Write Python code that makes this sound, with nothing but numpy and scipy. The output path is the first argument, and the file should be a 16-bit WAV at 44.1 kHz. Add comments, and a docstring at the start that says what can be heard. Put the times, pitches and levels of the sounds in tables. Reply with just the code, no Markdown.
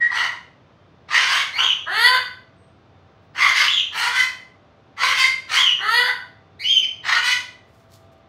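"""A cockatoo protests on its cage in a hard-walled kitchen while a hand strokes it; an appliance hums.
First one side of its syrinx whines, into a harsh, nearly chaotic squawk and a faint peep.
More squawks break into a squeal from the other side, then a rising nasal caw; the room rings after each.
From 3.3 s come further squawks, whines and squeals, with a second caw at 5.8 s.
Last, near 8 s, feathers rustle as the hand slides off the tail."""
import sys
import numpy as np
from scipy import signal
from scipy.fft import rfft, irfft, next_fast_len
from scipy.io import wavfile
from scipy.ndimage import uniform_filter1d, map_coordinates

SR = 44100
rng = np.random.default_rng(int(sys.argv[2]) if len(sys.argv) > 2 else 0)


def master(y):
    """Save y as 16-bit WAV."""
    cut = np.clip(np.atleast_2d(y).T, -1, 1)
    pcm = np.round(cut * 32767)  # scale
    wavfile.write(sys.argv[1], SR, pcm.astype(np.int16))


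N = 365443

# room air spectrum: freq_hz, density_db
AIR_SPECTRUM = [(20, -49), (42, -22), (62, -11), (90, 0), (130, -3), (210, -9), (480, -11.5), (900, -16.5),
                (1200, -16), (1800, -23), (3600, -29), (6000, -39.5), (8000, -54.5), (15600, -70)]
# appliance lines: freq_hz, level_db
HUM_LINES = [(94, -65), (592, -70), (662, -66), (775, -67), (1184, -73), (3553, -80.5)]
# kitchen decay: freq_hz, t60_s
ROOM_DECAY = [(300, 0.37), (1000, 0.45), (3000, 0.44), (6000, 0.42), (12000, 0.34)]
# whines: start_s, length_s, level_db, swell_db, pitch_hz, scoop_frac, octave_db, rough_frac
WHINES = [(0.0, 0.08, -14.5, -7, 1909, 0, -38, 0.23), (0.085, 0.185, -25.5, 0, 1921, 0.0038, -27, 0.4),
          (1.518, 0.091, -26.5, 6, 2350, .22, -7, 0.4), (5.205, 0.067, -16, 12, 2108, 0.023, -24, .4),
          (6.587, 0.19, -35, -11, 2447, 0.27, -2.5, .9), (6.807, 0.049, -31, 10, 2400, 0, -10, 0.8)]
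# squawk pushes, single or paired:
# start_s, length_s, level_db, depth_db, rasp_db, fizz_db, top_hz, scoop_frac, rough_frac
SQUAWKS = [ (0.075, 0.225, -22.5, 4, -4, 0, 483.8, .24, .85),
           (1.068, 0.225, -20, 1.5, 1.5, -6, 504.2, .15, .9), (1.218, 0.24, -23, 1, 3, 0.5, 532, .02, .8),
           (1.52, 0.175, -24, 9, -6.5, 5, 492, .12, 0.96), (3.33, 0.23, -19, -1.5, -1, 1, 541.7, .26, 0.98),
           (3.49, 0.22, -21, -1, 4, 1, 550.1, .02, .85), (3.899, 0.245, -22, -1.5, -2.5, 7, 496.4, .22, .7),
           (4.085, 0.2, -22, -5, 0.5, 5, 512.6, 0.018, 0.57),
           (4.952, 0.23, -20.5, 0.5, 0, 2, 531, .24, .75),
           (5.11, 0.2, -23.5, 0.5, 6.5, 4, 524.3, 0.0087, .5),
           (5.462, 0.18, -19, -1.5, 0.5, 4, 513.3, .2, .85),
           (7.015, 0.215, -20.5, -1, 1, -4, 483.5, .19, 0.96),
           (7.18, 0.2, -26.5, 2, 8, 1, 493.9, .03, 0.45)]
# throat and beak response in a squawk: freq_hz, gain_db
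SQUAWK_THROAT = [(100, -83.5), (350, -26), (540, -27), (740, -17), (1120, -2), (1600, -5), (2100, 2.5),
                 (2650, -11), (3050, -4), (3750, -13.5), (4600, -11), (7300, -24.5), (11500, -35),
                 (15600, -39)]
# peeps: start_s, length_s, level_db, pitch_hz, rise_hz_per_s
PEEPS = [(0.543, 0.42, -73.5, 3100, 150), (2.532, 0.2, -73, 8050, 2510)]
# squeals: start_s, length_s, level_db, swell_db, crest_s, top_hz, end_hz, rough_frac
SQUEALS = [(1.571, 0.18, -17, -4, .07, 3215, 2925, .65), (3.664, 0.17, -17.5, -1, .06, 3478, 2972, .75),
           (5.551, 0.19, -15.5, 5, .055, 3320, 2892, 0.4), (6.632, 0.19, -15, 8, 0.074, 3218, 3016, .3)]
# caws: start_s, length_s, level_db, depth_db, rasp_db, top_hz, scoop_frac
CAWS = [(1.853, 0.36, -16, 1, 2, 509.5, .42), (5.774, 0.355, -18, 2, 1, 495.3, .3)]
# throat and beak response in a caw: freq_hz, gain_db
CAW_THROAT = [(100, -65), (300, -41.5), (410, -15), (540, -23.5), (760, -9.5), (1000, -8), (1480, -1),
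              (2000, 4.5), (2400, -16.5), (3400, -4), (4000, -12), (4600, -6), (5900, -41), (7100, -23.5),
              (7900, -34.5), (8900, -33.5), (11000, -26.5), (15500, -41)]
# finger strokes: centre_s, level_db, sigma_s
STROKES = [(3.245, -82, 0.022), (7.764, -67, 0.057), (7.942, -55, .022), (8.129, -68, 0.0084),
           (8.183, -75, 0.0039)]
# feather rustle spectrum: freq_hz, density_db
FEATHER_SPECTRUM = [(1500, -10), (4000, 8.5), (6500, 6), (10000, -1), (15500, -1.5)]

DEPTH_HZ, FIZZ_HZ, TOP_HZ = 1360, 7500, 15720  # band edges
PIPE_SPACING_HZ = 2074  # between the windpipe's upper resonances


def amp(db):
    """Decibels to gain."""
    return 10 ** (np.asarray(db) / 20)


def unit(x):
    """x at rms 1."""
    return x / np.sqrt(np.mean(x ** 2) + 1e-20)


def along(points, hz):
    """Interpolate (freq_hz, value) points on a log axis."""
    freqs_hz, values = np.transpose(points)
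    return np.interp(np.log(hz + 1), np.log(freqs_hz + 1), values)


def wobble(rate_hz, t):
    """Smooth random curve, rate_hz knots a second."""
    at = (t - t[0]) * rate_hz
    return map_coordinates(rng.standard_normal(int(at[-1]) + 4), [at])


def filtered(x, response):
    """Apply a gain given as a function of frequency."""
    size = next_fast_len(len(x) + 4096)
    return irfft(rfft(x, size) * response(np.fft.rfftfreq(size, 1 / SR)), size)[:len(x)]


def coloured(x, spectrum):
    """x shaped by a spectrum table, at rms 1."""
    return unit(filtered(x, lambda hz: amp(along(spectrum, hz))))


def below(hz, edge_hz):
    """Steep low-pass gain."""
    return 1 / (1 + (hz / edge_hz) ** 8)


def room_tone(air_db, waver_db, swell_db_per_s):
    """Low rush of air plus an appliance's unsteady, slowly growing hum."""
    t = np.arange(N) / SR
    air = coloured(rng.standard_normal(N), AIR_SPECTRUM)
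    hum = np.zeros(N)
    for hz, level_db in HUM_LINES:
        gain = amp(level_db + swell_db_per_s * (t - t.mean()) + waver_db * wobble(2.6, t))
        hum += gain * np.sqrt(2) * np.sin(2 * np.pi * hz * t + 1.1 * wobble(17, t))
    return amp(air_db) * air + hum


def kitchen(x, wet_db):
    """Direct sound plus a dense tail, new for each call because the bird turns its head."""
    hz, t, bins = signal.stft(rng.standard_normal(int(.8 * SR)), SR, nperseg=256)
    decay = amp(-60 * t / along(ROOM_DECAY, hz)[:, None])
    tail = signal.istft(bins * decay, SR, nperseg=256)[1]
    impulse = amp(wet_db) * np.pad(tail / np.linalg.norm(tail), (int(.003 * SR), 0))
    impulse[0] = 1
    return signal.fftconvolve(x, impulse / np.linalg.norm(impulse))


def breath(length_s, attack_s, release_s):
    """Time axis and soft gate of one call."""
    t = np.arange(int(length_s * SR)) / SR
    ramp = lambda x: np.sin(np.pi / 2 * np.clip(x, 0, 1)) ** 2
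    return t, ramp(t / attack_s) * ramp((length_s - t) / release_s)


def whistle(t, pitch_hz, rough, octave_db, jitter, flutter_hz, shimmer_db, edge_db, hiss_db):
    """One tightened side of the syrinx: fluttering tone, octave, faint upper overtones, hiss."""
    phase = 2 * np.pi * np.cumsum(pitch_hz * (1 + jitter * rough * wobble(flutter_hz, t))) / SR
    edge = sum(np.sin(k * phase) * 3 / k for k in range(3, 7))
    tone = np.sin(phase) + amp(octave_db) * (np.sin(2 * phase) + amp(edge_db) * edge)
    hiss = coloured(rng.standard_normal(len(t)), SQUAWK_THROAT)
    shimmer = unit(amp(shimmer_db * rough * wobble(900, t)))
    return np.sqrt(2) * tone * shimmer + amp(hiss_db) * hiss


def whine(length_s, level_db, swell_db, top_hz, scoop, octave_db, rough, scoop_s=.03):
    """Lower-pitched side of the syrinx: slides up by its scoop, then holds."""
    t, gate = breath(length_s, attack_s=.028, release_s=.011)
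    pitch_hz = top_hz * (1 - scoop * np.exp(-t / scoop_s))
    tone = whistle(t, pitch_hz, rough, octave_db,
                   jitter=.067, flutter_hz=596, shimmer_db=1.5, edge_db=-22.5, hiss_db=-24.5)
    return kitchen(tone * gate * amp(level_db + swell_db * (t / length_s - .5)), wet_db=-1)


def syrinx_buzz(t, pitch_hz, rough, jitter, flutter_hz, waver, turbulence):
    """Buzzing membranes; roughness scatters the cycles and adds a puff of hiss to each."""
    scatter = 1 + jitter * rough * wobble(flutter_hz, t) + waver * wobble(60, t)
    phase = 2 * np.pi * np.cumsum(pitch_hz * scatter) / SR
    buzz = sum(np.cos(k * phase + rng.normal(0, 1.6)) * (k * pitch_hz < TOP_HZ) for k in range(1, 40))
    puffs = rng.standard_normal(len(t)) * (1 + 1.6 * np.cos(phase))
    noise_frac = np.clip(turbulence * rough ** 2, 0, 1)
    source = np.sqrt(1 - noise_frac) * unit(buzz) + np.sqrt(noise_frac) * unit(puffs)
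    return source * amp(2.3 * rough * wobble(220, t))


def mottled(x, spread_db):
    """Chaotic vibration throws energy into narrow bands that come and go."""
    bins = signal.stft(x, nperseg=512)[2]
    field = uniform_filter1d(rng.standard_normal(bins.shape), size=3, axis=0)
    field = uniform_filter1d(field, size=9, axis=1)
    return signal.istft(bins * amp(spread_db * unit(field)), nperseg=512)[1][:len(x)]


def throat(source, pitch_hz, response, gape, pipe_db):
    """Throat and windpipe resonances, lifted as the beak opens with rising pitch."""
    def gain(hz):
        mode = hz / PIPE_SPACING_HZ
        ripple_db = pipe_db * np.clip(mode - 2, 0, 1) * np.cos(2 * np.pi * (mode - .08))
        return amp(along(response, hz) + ripple_db)

    opening = np.minimum(pitch_hz / 505, 1) ** gape
    clock = np.cumsum(opening)  # warp, filter, unwarp: resonances scale with the opening
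    warped = map_coordinates(source, [np.interp(np.arange(clock[-1]), clock, np.arange(len(source)))])
    return map_coordinates(filtered(warped, gain), [clock])


def brightened(voice, effort_db, depth_db, rasp_db, fizz_db, split_hz):
    """Effort brightens a call. Depth acts below DEPTH_HZ, rasp above split_hz, fizz above FIZZ_HZ."""
    body = filtered(voice, lambda hz: below(hz, split_hz))
    upper = unit(voice - body)
    middle = filtered(upper, lambda hz: below(hz, FIZZ_HZ))
    push_db = np.clip(effort_db + rasp_db - np.max(effort_db + rasp_db) - 5, -12, 0)
    fizz = amp(fizz_db + .5 * push_db) * (upper - middle)
    body = filtered(body, lambda hz: amp(depth_db * below(hz, DEPTH_HZ)))
    return unit(body) + amp(rasp_db) * (middle + fizz)


def slack(progress, crest):
    """Parabola: 1 at the start of a call, 0 at its crest, growing after."""
    return (progress / crest - 1) ** 2


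def squawk(length_s, level_db, depth_db, rasp_db, fizz_db, top_hz, scoop, rough,
           swell_s=.098, swell_db=34.5, sag_db_per_s=16.5, dull_db=4.5, settle=.25):
    """One harsh push: swells, scoops up, is brightest midway, sags and settles as air runs out."""
    t, gate = breath(length_s, attack_s=.032, release_s=.062)
    progress = t / length_s
    onset_db = swell_db * np.maximum(1 - t / swell_s, 0) ** 2
    effort_db = level_db - onset_db - sag_db_per_s * (t - length_s / 2)
    rasp_db = rasp_db - dull_db * slack(progress, crest=.47)
    pitch_hz = top_hz * (1 - scoop * slack(progress, crest=.78))
    rough = rough - settle * (progress - .5)
    source = syrinx_buzz(t, pitch_hz, rough, jitter=.0622, flutter_hz=395.8, waver=.008, turbulence=1)
    voice = throat(mottled(source, spread_db=3.5), pitch_hz, SQUAWK_THROAT, gape=.55, pipe_db=3)
    voice = brightened(voice, effort_db, depth_db, rasp_db, fizz_db, split_hz=2145)
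    return kitchen(voice * gate * amp(effort_db), wet_db=.3)


def peep(length_s, level_db, pitch_hz, rise_hz_per_s):
    """Thin whistle that swells and fades while drifting upward."""
    t, gate = breath(length_s, attack_s=length_s / 2, release_s=length_s / 2)
    tone = whistle(t, pitch_hz + rise_hz_per_s * t, rough=.3, octave_db=-40,
                   jitter=.03, flutter_hz=610, shimmer_db=4.5, edge_db=-40, hiss_db=-29)
    return kitchen(tone * gate * amp(level_db), wet_db=-5)


def squeal(length_s, level_db, swell_db, crest_s, top_hz, end_hz, rough,
           rest_hz=2880, lift_s=.037, fall_s=.06):
    """Higher-pitched side of the syrinx: lifts fast to a bright crest, falls back more slowly."""
    t, gate = breath(length_s, attack_s=.025, release_s=.029)
    rising = t < crest_s
    lift = np.exp(-((t - crest_s) / np.where(rising, lift_s, fall_s)) ** 2)
    pitch_hz = np.where(rising, rest_hz, end_hz) * (1 - lift) + top_hz * lift
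    tone = whistle(t, pitch_hz, rough, octave_db=-24.5 + 3.5 * lift,
                   jitter=.055, flutter_hz=599.2, shimmer_db=8, edge_db=-20.5, hiss_db=-46.5)
    return kitchen(tone * gate * amp(level_db + swell_db * (t / length_s - .5)), wet_db=-1.5)


def caw(length_s, level_db, depth_db, rasp_db, top_hz, scoop,
        swell_db=10, dull_db=26, ring_s=.032, ring_dip_db=1, ring_dull_db=8):
    """Nasal buzz, hoarse at both ends; pitch and level climb together until the throat rings."""
    t, gate = breath(length_s, attack_s=.04, release_s=.06)
    progress = t / length_s
    loose = slack(progress, crest=.8)
    ring = np.exp(-((t - .74 * length_s) / ring_s) ** 2)
    effort_db = level_db - swell_db * loose - ring_dip_db * ring
    rasp_db = rasp_db - dull_db * slack(progress, crest=.59) - ring_dull_db * ring
    pitch_hz = top_hz * (1 - scoop * loose)
    rough = .1 + .65 * slack(progress, crest=.52)
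    source = syrinx_buzz(t, pitch_hz, rough, jitter=.09, flutter_hz=398.4, waver=.009, turbulence=.9)
    voice = throat(mottled(source, spread_db=3.8), pitch_hz, CAW_THROAT, gape=.2, pipe_db=6.5)
    voice = brightened(voice, effort_db, depth_db, rasp_db, fizz_db=1, split_hz=2020)
    return kitchen(voice * gate * amp(effort_db), wet_db=0)


def feathers():
    """Soft, grainy swishes of fingers along the tail."""
    t = np.arange(N) / SR
    touch = sum(amp(level_db) * np.exp(-.5 * ((t - centre_s) / sigma_s) ** 2)
                for centre_s, level_db, sigma_s in STROKES)
    barbs = rng.standard_normal(N) * amp(3.4 * wobble(790, t))
    return kitchen(touch * coloured(barbs, FEATHER_SPECTRUM), wet_db=-5.5)[:N]


def scene():
    """Calls, feathers and room tone, mono."""
    bird = np.zeros(N)
    for call, rows in (squawk, SQUAWKS), (caw, CAWS), (squeal, SQUEALS), (whine, WHINES), (peep, PEEPS):
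        for start_s, *shape in rows:
            at = round(start_s * SR)
            sound = call(*shape)[:N - at]
            bird[at:at + len(sound)] += sound
    return (bird + feathers() + room_tone(air_db=-53, waver_db=3, swell_db_per_s=.65))[None]


def record(dry):
    """Round off the highest peaks; cut everything above TOP_HZ."""
    rounded = dry[0] / (1 + np.abs(dry[0] / .9) ** 8) ** (1 / 8)
    return filtered(rounded, lambda hz: hz < TOP_HZ)[None]


dry = scene()
out = record(dry)
master(out)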